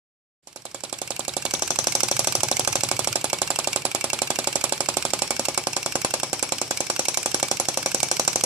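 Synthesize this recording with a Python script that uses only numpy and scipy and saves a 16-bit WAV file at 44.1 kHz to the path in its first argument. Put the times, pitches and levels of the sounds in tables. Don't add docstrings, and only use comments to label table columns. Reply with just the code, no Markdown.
import sys
import numpy as np
from scipy import signal
from scipy.fft import rfft, irfft
from scipy.io import wavfile

SR = 44100
rng = np.random.default_rng(int(sys.argv[2]) if len(sys.argv) > 2 else 0)


def file_out(sig):
    cols = np.atleast_2d(sig).T
    lim = np.clip(cols, -1, 1)
    pcm = np.round(lim * 32767).astype(np.int16)
    wavfile.write(sys.argv[1], SR, pcm)


N = 372644
TIME_S = np.arange(N) / SR
CRUISE_HZ, RETURN_TURN = 11.6, .664

# time in seconds, turns a second.
FLYWHEEL_HZ = [(0.48, 11.931), (0.56, 10.685), (2.22, 12.619), (2.51, 12.304), (2.96, 12.747),
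               (3.25, 11.333), (3.64, 11.902), (3.91, 10.254), (4.2, 11.69), (4.98, 12.268), (5.73, 10.394),
               (6.16, 11.032), (6.24, 10.082), (6.55, 10.727), (6.83, 10.406), (7.35, 11.929),
               (7.76, 11.393), (8.45, 12.687)]
# time in seconds, relative level in dB.
PLATE_DB = [(1.38, -53), (1.55, -27.5), (2.1, -28.5), (2.8, -33), (3.1, -49.5), (4.0, -54), (5.6, -43),
            (6.7, -39), (7.0, -30.5), (7.6, -34.5), (8.1, -29)]
# time in seconds, then relative levels in dB of
LOOSE_PARTS_DB = [(0.5, -26.5, 0, -35.5), (1.2, -23.5, 19, -30.5), (1.9, -17.5, 8, -34.5),
                  (3.3, -21, 16.5, -33.5), (4.1, -20, 20, -35), (4.8, -22, 15, -32.5),
                  (5.7, -22, 15.5, -53), (7.0, -21, 14.5, -43), (8.4, -22.5, 9, -44)]


def valve():
    # Hz, left and right relative dB.
    contact_spectrum = [(825, -6.5, -53), (1400, -2, -9), (1643, 4.5, -2.5), (1896, -34, -19),
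                        (2720, -24, -10.5), (3150, -33, -8.5), (4170, -47, -7), (5505, 4.5, -0.5),
                        (6360, -22, -8.5), (7360, -30, 6), (8300, -8, 4), (8950, -56.5, -5),
                        (9500, -49.5, -13), (10400, -21, -19.5), (14700, -19, -13)]
    rebound_spectrum = [(1630, -14, 0.5), (2680, 2.5, -25), (3440, 10, 14.5), (4220, -1.5, 9),
                        (4960, -23, 1), (9000, -26, -39)]
    wash_spectrum = [(235, -24.5, -31), (524, 4, 0.5), (910, 3, -1.5), (1410, -5.5, -6), (1860, -7, -22),
                     (2470, 2, -5.5), (3350, -8, -13), (4000, -5, -5), (4900, 1.5, -4), (6100, -4.5, 2),
                     (7460, 3.5, 4), (9100, -33, -0.5), (9770, -18, 2), (11400, -36, -5.5),
                     (14600, -69, -28.5)]
    # centre in Hz, width in Hz, left and right relative dB.
    plate_modes = [(5690, 72, 12, 2), (6110, 160, 6.5, -6)]
    # time in seconds, relative dB.
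    left_clack_db = [(0.8, -10), (1.3, -25), (1.55, -3), (1.9, -11.5), (2.8, -7.5), (3.8, -6.5), (5.0, -11),
                     (6.0, -1.5), (6.9, -5.5), (8.4, -6.5)]
    # time in seconds, treble tilt in dB an octave.
    facing_tilt = [(.5, 0.5), (2.5, 0), (4.5, -0.5), (6.2, -1), (7.2, 0), (8.4, 0.5)]
    out, t = np.zeros((2, N)), np.arange(SR // 6) / SR
    rebound, plate = colour(rebound_spectrum), irfft(resonances(plate_modes))
    left_lag_s = .00032
    for s in passes(0):
        db = driven_db(s, cruise_db=-13.5, db_per_hz=0.79) + 0.84 * rng.standard_normal()
        rebound_db = at(LOOSE_PARTS_DB, s)[2] + 3 * rng.standard_normal()
        tilt_db, = at(facing_tilt, s)
        contact = colour(contact_spectrum, tilt_db + 1.7 * rng.standard_normal())
        contact[0] = np.roll(contact[0], round(left_lag_s * SR))
        left_db, = at(left_clack_db, s)
        direct_pan, diffuse_pan = amp([[left_db + 1.5], [0]]), amp([[0.37 * left_db], [0]])
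        snap = chatter(contact, rise_s=0.00082, fall_s=0.0015, grain_db=6.5)
        add(out, s - .01, amp(db + 19) * unit_energy(direct_pan * snap))
        buzz = chatter(contact, rise_s=0.0013, fall_s=0.00076, grain_db=-0.5)
        add(out, s - .008, amp(db + 7) * unit_energy(diffuse_pan * buzz))
        singing = chatter(plate, rise_s=0.00018, fall_s=0.0011, grain_db=5)
        add(out, s - .0105, amp(at(PLATE_DB, s)[0] + 34) * singing)
        add(out, s, amp(db + 12) * diffuse_pan * frame_ring(t, scatter_db=4.5, detune=0.0055))
        reseat = chatter(rebound, rise_s=0.00024, fall_s=0.0035, grain_db=7.5)
        add(out, s + 0.001174 + 0.00076 * rng.standard_normal(), amp(rebound_db + 27.5) * reseat)
        wash = through(room(correlation=0.56), colour(wash_spectrum, tilt_db))
        attack = 1 - np.exp(-np.arange(wash.shape[1]) / SR / 0.00013)
        add(out, s, amp(db + 17) * unit_energy(diffuse_pan * wash * attack))
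    return out


def frame_ring(t, scatter_db, detune):
    # frequency in Hz, left and right relative dB, t60 in seconds.
    steel_modes = [(2265, -15.5, -20, 0.18), (2650, -16, -32, 0.043), (3410, -12.5, -29, 0.11),
                   (4046, -12.5, -17, 0.1), (5540, -26, -9, 0.042), (7440, -27, -3, 0.047),
                   (8100, -35, -13, 0.052), (10410, -13.5, -7.5, 0.079)]
    hz, left_db, right_db, t60_s = np.transpose(steel_modes)[:, :, None]
    hz = hz * (1 + detune * rng.standard_normal(hz.shape))
    gains = amp(np.array([left_db, right_db]) + scatter_db * rng.standard_normal(hz.shape))
    waves = np.sin(2 * np.pi * (hz * t + rng.random((2, len(hz), 1))))
    return unit_energy(np.sum(gains * amp(-60 * t / t60_s) * waves, axis=1))


def base_knock():
    # nominal frequency in Hz, relative level in dB, t60 in seconds.
    wood_modes = [(116.5, -43, 0.36), (142, -27, 0.081), (242.6, -27, 0.12), (305, -20, 0.047),
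                  (371.7, -20.5, 0.098), (562.8, -15, 0.051), (655, -15.5, 0.028), (756, -21, 0.039),
                  (810, -28.5, 0.15), (861, -29, 0.16), (1071, -29.5, 0.1), (1221, -26, 0.072)]
    # time in seconds, pitch factor, ring in dB.
    counter_seating = [(1.5, 0.97, 3), (4.6, 1, 4), (5.8, 0.97, 5), (7.15, 0.95, 0), (7.3, 0.97, 6),
                       (8.4, 0.94, 2.5)]
    out, t = np.zeros((2, N)), np.arange(SR // 4) / SR
    hz, mode_db, t60_s = np.transpose(wood_modes)[:, :, None]
    envelope = amp(mode_db - 60 * t / t60_s) * (1 - np.exp(-t / 0.00051))
    for s in passes(0):
        db = driven_db(s, cruise_db=-13.5, db_per_hz=0.42) + 0.53 * rng.standard_normal()
        gain = amp(db) * amp([[-.6], [.6]])
        push_hz = 620 * np.exp(0.11 * rng.standard_normal())
        u = (np.pi * push_hz * (t[:SR // 100] - .003)) ** 2
        push = (2 * u - 1) * np.exp(-u)
        add(out, s - .0024, gain * push)
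        add(out, s + 0.0015, gain * amp(-18.5) * push)
        sag, ring_db = at(counter_seating, s)
        pitch_hz = hz * sag * (1 + 0.0019 * rng.standard_normal(hz.shape))
        modes = -np.cos(2 * np.pi * pitch_hz * t) * envelope * amp(1.6 * rng.standard_normal(hz.shape))
        add(out, s + 0.00055, gain * amp(ring_db) * np.sum(modes, axis=0))
    return out


def linkage():
    # frequency in Hz, left and right relative dB.
    contact_spectrum = [(330, -13.5, -26), (766, -2, -3.5), (1460, -0.5, -3), (1683, 2.5, -2.5),
                        (1970, -36, -23), (2130, -7.5, 4.5), (2840, -5, -2), (3180, -3, -2.5),
                        (4350, -10, 2.5), (5600.0, -0.5, 5.5), (7400, -7, 2), (7460, -5.5, 8.5),
                        (9350, -18, -1), (11500, -20, -7), (12700, -20, -5), (15000, -45.5, -12.5)]
    # centre in Hz, width in Hz, left and right relative dB.
    rod_modes = [(2286, 24, 8.5, -16), (2420, 75, 5, -9), (2720, 43, 10.5, -40)]
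    # time in seconds, level change in dB.
    soft_returns = [(3.82, -10), (5.64, -4.5), (6.31, -10), (6.68, -8)]
    out = np.zeros((2, N))
    contact, rod = colour(contact_spectrum), irfft(resonances(rod_modes))
    for s in passes(RETURN_TURN):
        rattle_db, rod_db, _ = at(LOOSE_PARTS_DB, s)
        soft_db = sum(change for when, change in soft_returns if abs(when - s) < .5 / CRUISE_HZ)
        db = rattle_db + soft_db + 1.86 * rng.standard_normal()
        start_s = s + .0008 * rng.standard_normal() - .01
        slide = chatter(contact, rise_s=0.0035, fall_s=.003, grain_db=1)
        add(out, start_s - .005, amp(db + 7) * slide)
        rattle = chatter(contact, rise_s=0.0017, fall_s=0.0014, grain_db=1.5)
        add(out, start_s, amp(db + 20) * rattle)
        bounce = chatter(contact, rise_s=.0016, fall_s=.004, grain_db=2)
        add(out, start_s + .003, amp(db + 12.5 + 2 * rng.standard_normal()) * bounce)
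        ringing = chatter(rod, rise_s=.001, fall_s=.0025, grain_db=2)
        add(out, start_s, amp(db + rod_db - 1) * ringing)
        add(out, s, amp(db + 10.5) * unit_energy(through(room(correlation=0.32), contact)))
    return out


def base_rocking():
    # time in seconds, level in dB.
    stroke_levels = [(1.6, -43), (2.1, -31.5), (3.03, -30.5), (3.25, -41.5), (8.4, -46)]
    out = np.zeros((2, N))
    for s in passes(0):
        clack_db = driven_db(s, cruise_db=-35, db_per_hz=0.42)
        add(out, s - .029, -amp(clack_db) * thump(pitch_hz=148, width_s=0.0032))
        stroke_db = at(stroke_levels, s)[0] + 1.2 * rng.standard_normal()
        start_s = s + 0.0079 + 0.0024 * rng.standard_normal()
        add(out, start_s, amp(stroke_db) * thump(pitch_hz=120, width_s=0.012))
    for s in passes(RETURN_TURN):
        sway_db = driven_db(s, cruise_db=-42.5, db_per_hz=1.2) + 2 * rng.standard_normal()
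        add(out, s - .025, amp(sway_db) * thump(pitch_hz=132, width_s=0.0075))
    return out * amp([[-.6], [.6]])


def friction():
    # frequency in Hz, left and right relative dB.
    bearing_spectrum = [(149, -19, -21), (290, 6.5, 6.5), (590, 1.5, 3.5), (910, 2, -4.5),
                        (1430, -3.5, -6.5), (1910, -7.5, -0.5), (2200, 3.5, -12.5), (3160, -2, 1),
                        (4250, 1, -34), (5520, -17, 4), (9000, -48, -44)]
    piston_spectrum = [(2500, -45, -11), (4780, 10, 9), (5250, -9, -17), (7270, 0, 10.5), (8160, -25, 11.5),
                       (9200, -4, -1.5), (10440, -1, 4.5), (11500, -20, -6), (14400, -59, -6)]
    # centre in Hz, then width in Hz, left and right dB before sharpening.
    plate_bands = [(5670, 350, 4, -15), (6080, 560, 9, -23)]
    guide_bands = [(5420, 390, 0, -14.5)]
    # time in seconds, level in dB.
    guide_levels = [(4.5, -64), (5.2, -45), (6.2, -41), (6.7, -43)]
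    stroke = swing(peak_turn=.4)
    whirr_db = driven_db(TIME_S, cruise_db=-42, db_per_hz=0.87) + 3.6 * stroke
    hiss_db = driven_db(TIME_S, cruise_db=-42.5, db_per_hz=1.6) + 4.7 * stroke
    rasp_db = at(PLATE_DB, TIME_S)[0] + 5.5 * swing(peak_turn=.3) - 8.5
    scrape_db = at(guide_levels, TIME_S)[0] + 0.49 * stroke
    whirr = amp(whirr_db) * rush(bearing_spectrum, correlation=0.7)
    hiss = amp(hiss_db) * rush(piston_spectrum, correlation=0.18)
    return whirr + hiss + amp(rasp_db) * rub(plate_bands) + amp(scrape_db) * rub(guide_bands)


def base_drone():
    # frequency in Hz, left and right relative dB.
    drone_spectrum = [(20, -31, -32), (49.7, -15, -14), (75.3, 2.5, 6), (98, -13, -9), (107, -3, -5),
                      (132, -2, 2), (183, 0, 0), (400, -43, -30)]
    db = driven_db(TIME_S, cruise_db=-51, db_per_hz=2.2) + 3.9 * swing(peak_turn=.6)
    return amp(db) * rush(drone_spectrum, correlation=0.91)


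def room(correlation):
    # frequency in Hz, t60 in seconds.
    decay_times = [(300, 0.13), (1000, 0.13), (3000, 0.17), (7000, 0.074), (13000, 0.06)]
    hz, t, spectra = signal.stft(noise_pair(correlation, SR // 4), SR, nperseg=256)
    decay = amp(-60 * t / at_hz(decay_times, hz).T)
    return unit_energy(signal.istft(spectra * decay, SR, nperseg=256)[1])


def chatter(response, rise_s, fall_s, grain_db):
    t = np.arange(SR // 25) / SR - .01
    swell = np.exp(np.minimum(t / rise_s, -t / fall_s))
    contacts = swell * rng.standard_normal(len(t)) * amp(grain_db * rng.standard_normal(len(t)))
    return unit_energy(through(contacts, response))


def thump(pitch_hz, width_s):
    t = np.arange(3 * SR // 50) / SR - .03
    return np.cos(2 * np.pi * pitch_hz * t) * np.exp(-(t / width_s) ** 2)


def rub(modes):
    gain = np.abs(resonances(modes, N)) ** 1.4
    return unit_rms(irfft(rfft(noise_pair(0.26, N)) * gain, N))


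def rush(spectrum, correlation):
    gain = amp(at_hz(spectrum, np.fft.rfftfreq(N, 1 / SR)))
    return unit_rms(irfft(rfft(noise_pair(correlation, N)) * gain, N))


def noise_pair(correlation, size):
    common = np.sqrt(correlation) * rng.standard_normal(size)
    return common + np.sqrt(1 - correlation) * rng.standard_normal((2, size))


def flywheel_turns(first_clack_s=.4728):
    turns = np.cumsum(at(FLYWHEEL_HZ, TIME_S)[0]) / SR
    return turns - np.interp(first_clack_s, TIME_S, turns)


def passes(share):
    turns = flywheel_turns()
    return np.interp(np.arange(share, turns[-1]), turns, TIME_S)


def swing(peak_turn):
    return np.cos(2 * np.pi * (flywheel_turns() - peak_turn))


def driven_db(s, cruise_db, db_per_hz):
    return cruise_db + db_per_hz * (at(FLYWHEEL_HZ, s)[0] - CRUISE_HZ)


def resonances(modes, size=2048):
    hz = np.fft.rfftfreq(size, 1 / SR)
    centre_hz, width_hz, left_db, right_db = np.transpose(modes)[:, :, None]
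    shapes = 1j * hz * width_hz / (centre_hz ** 2 - hz ** 2 + 1j * hz * width_hz)
    return np.sum(amp(np.array([left_db, right_db])) * shapes, axis=1)


def colour(spectrum, tilt_db=0, size=2048):
    hz = np.fft.rfftfreq(size, 1 / SR)
    octaves = np.log2(np.maximum(hz / 4000, 1))
    cepstrum = irfft(np.log(amp(at_hz(spectrum, hz) + tilt_db * octaves)))
    cepstrum[:, 1:size // 2] *= 2
    cepstrum[:, size // 2 + 1:] = 0
    return unit_energy(irfft(np.exp(rfft(cepstrum))))


def at(rows, s):
    times, *columns = np.transpose(rows)
    return [np.interp(s, times, c) for c in columns]


def at_hz(rows, hz):
    row_hz, *columns = np.transpose(rows)
    return np.array([np.interp(np.log(hz + 1), np.log(row_hz), c) for c in columns])


def through(x, response):
    return signal.fftconvolve(np.atleast_2d(x), response, axes=1)


def add(track, s, sound):
    i = min(N, max(0, round(s * SR)))
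    track[:, i:i + sound.shape[-1]] += sound[..., :N - i]


def amp(db):
    return 10 ** (np.asarray(db) / 20)


def unit_rms(x):
    return x / np.sqrt(np.mean(x ** 2) + 1e-20)


def unit_energy(x):
    return unit_rms(x) / np.sqrt(x.shape[-1])


def scene():
    return valve() + base_knock() + base_rocking() + linkage() + friction() + base_drone()


def record(dry):
    low_hz, top_hz = 55, 14750
    silent_s, fade_s = .425, 1.5
    rounded = dry / (1 + np.abs(dry / .95) ** 4) ** .25
    hz = np.fft.rfftfreq(N, 1 / SR)
    band = hz / np.hypot(hz, low_hz) / np.sqrt(1 + (hz / top_hz) ** 120)
    fade = np.clip((TIME_S - silent_s) / fade_s, 0, 1) ** 0.71
    return irfft(rfft(rounded) * band, N) * fade


dry = scene()
out = record(dry)
file_out(out)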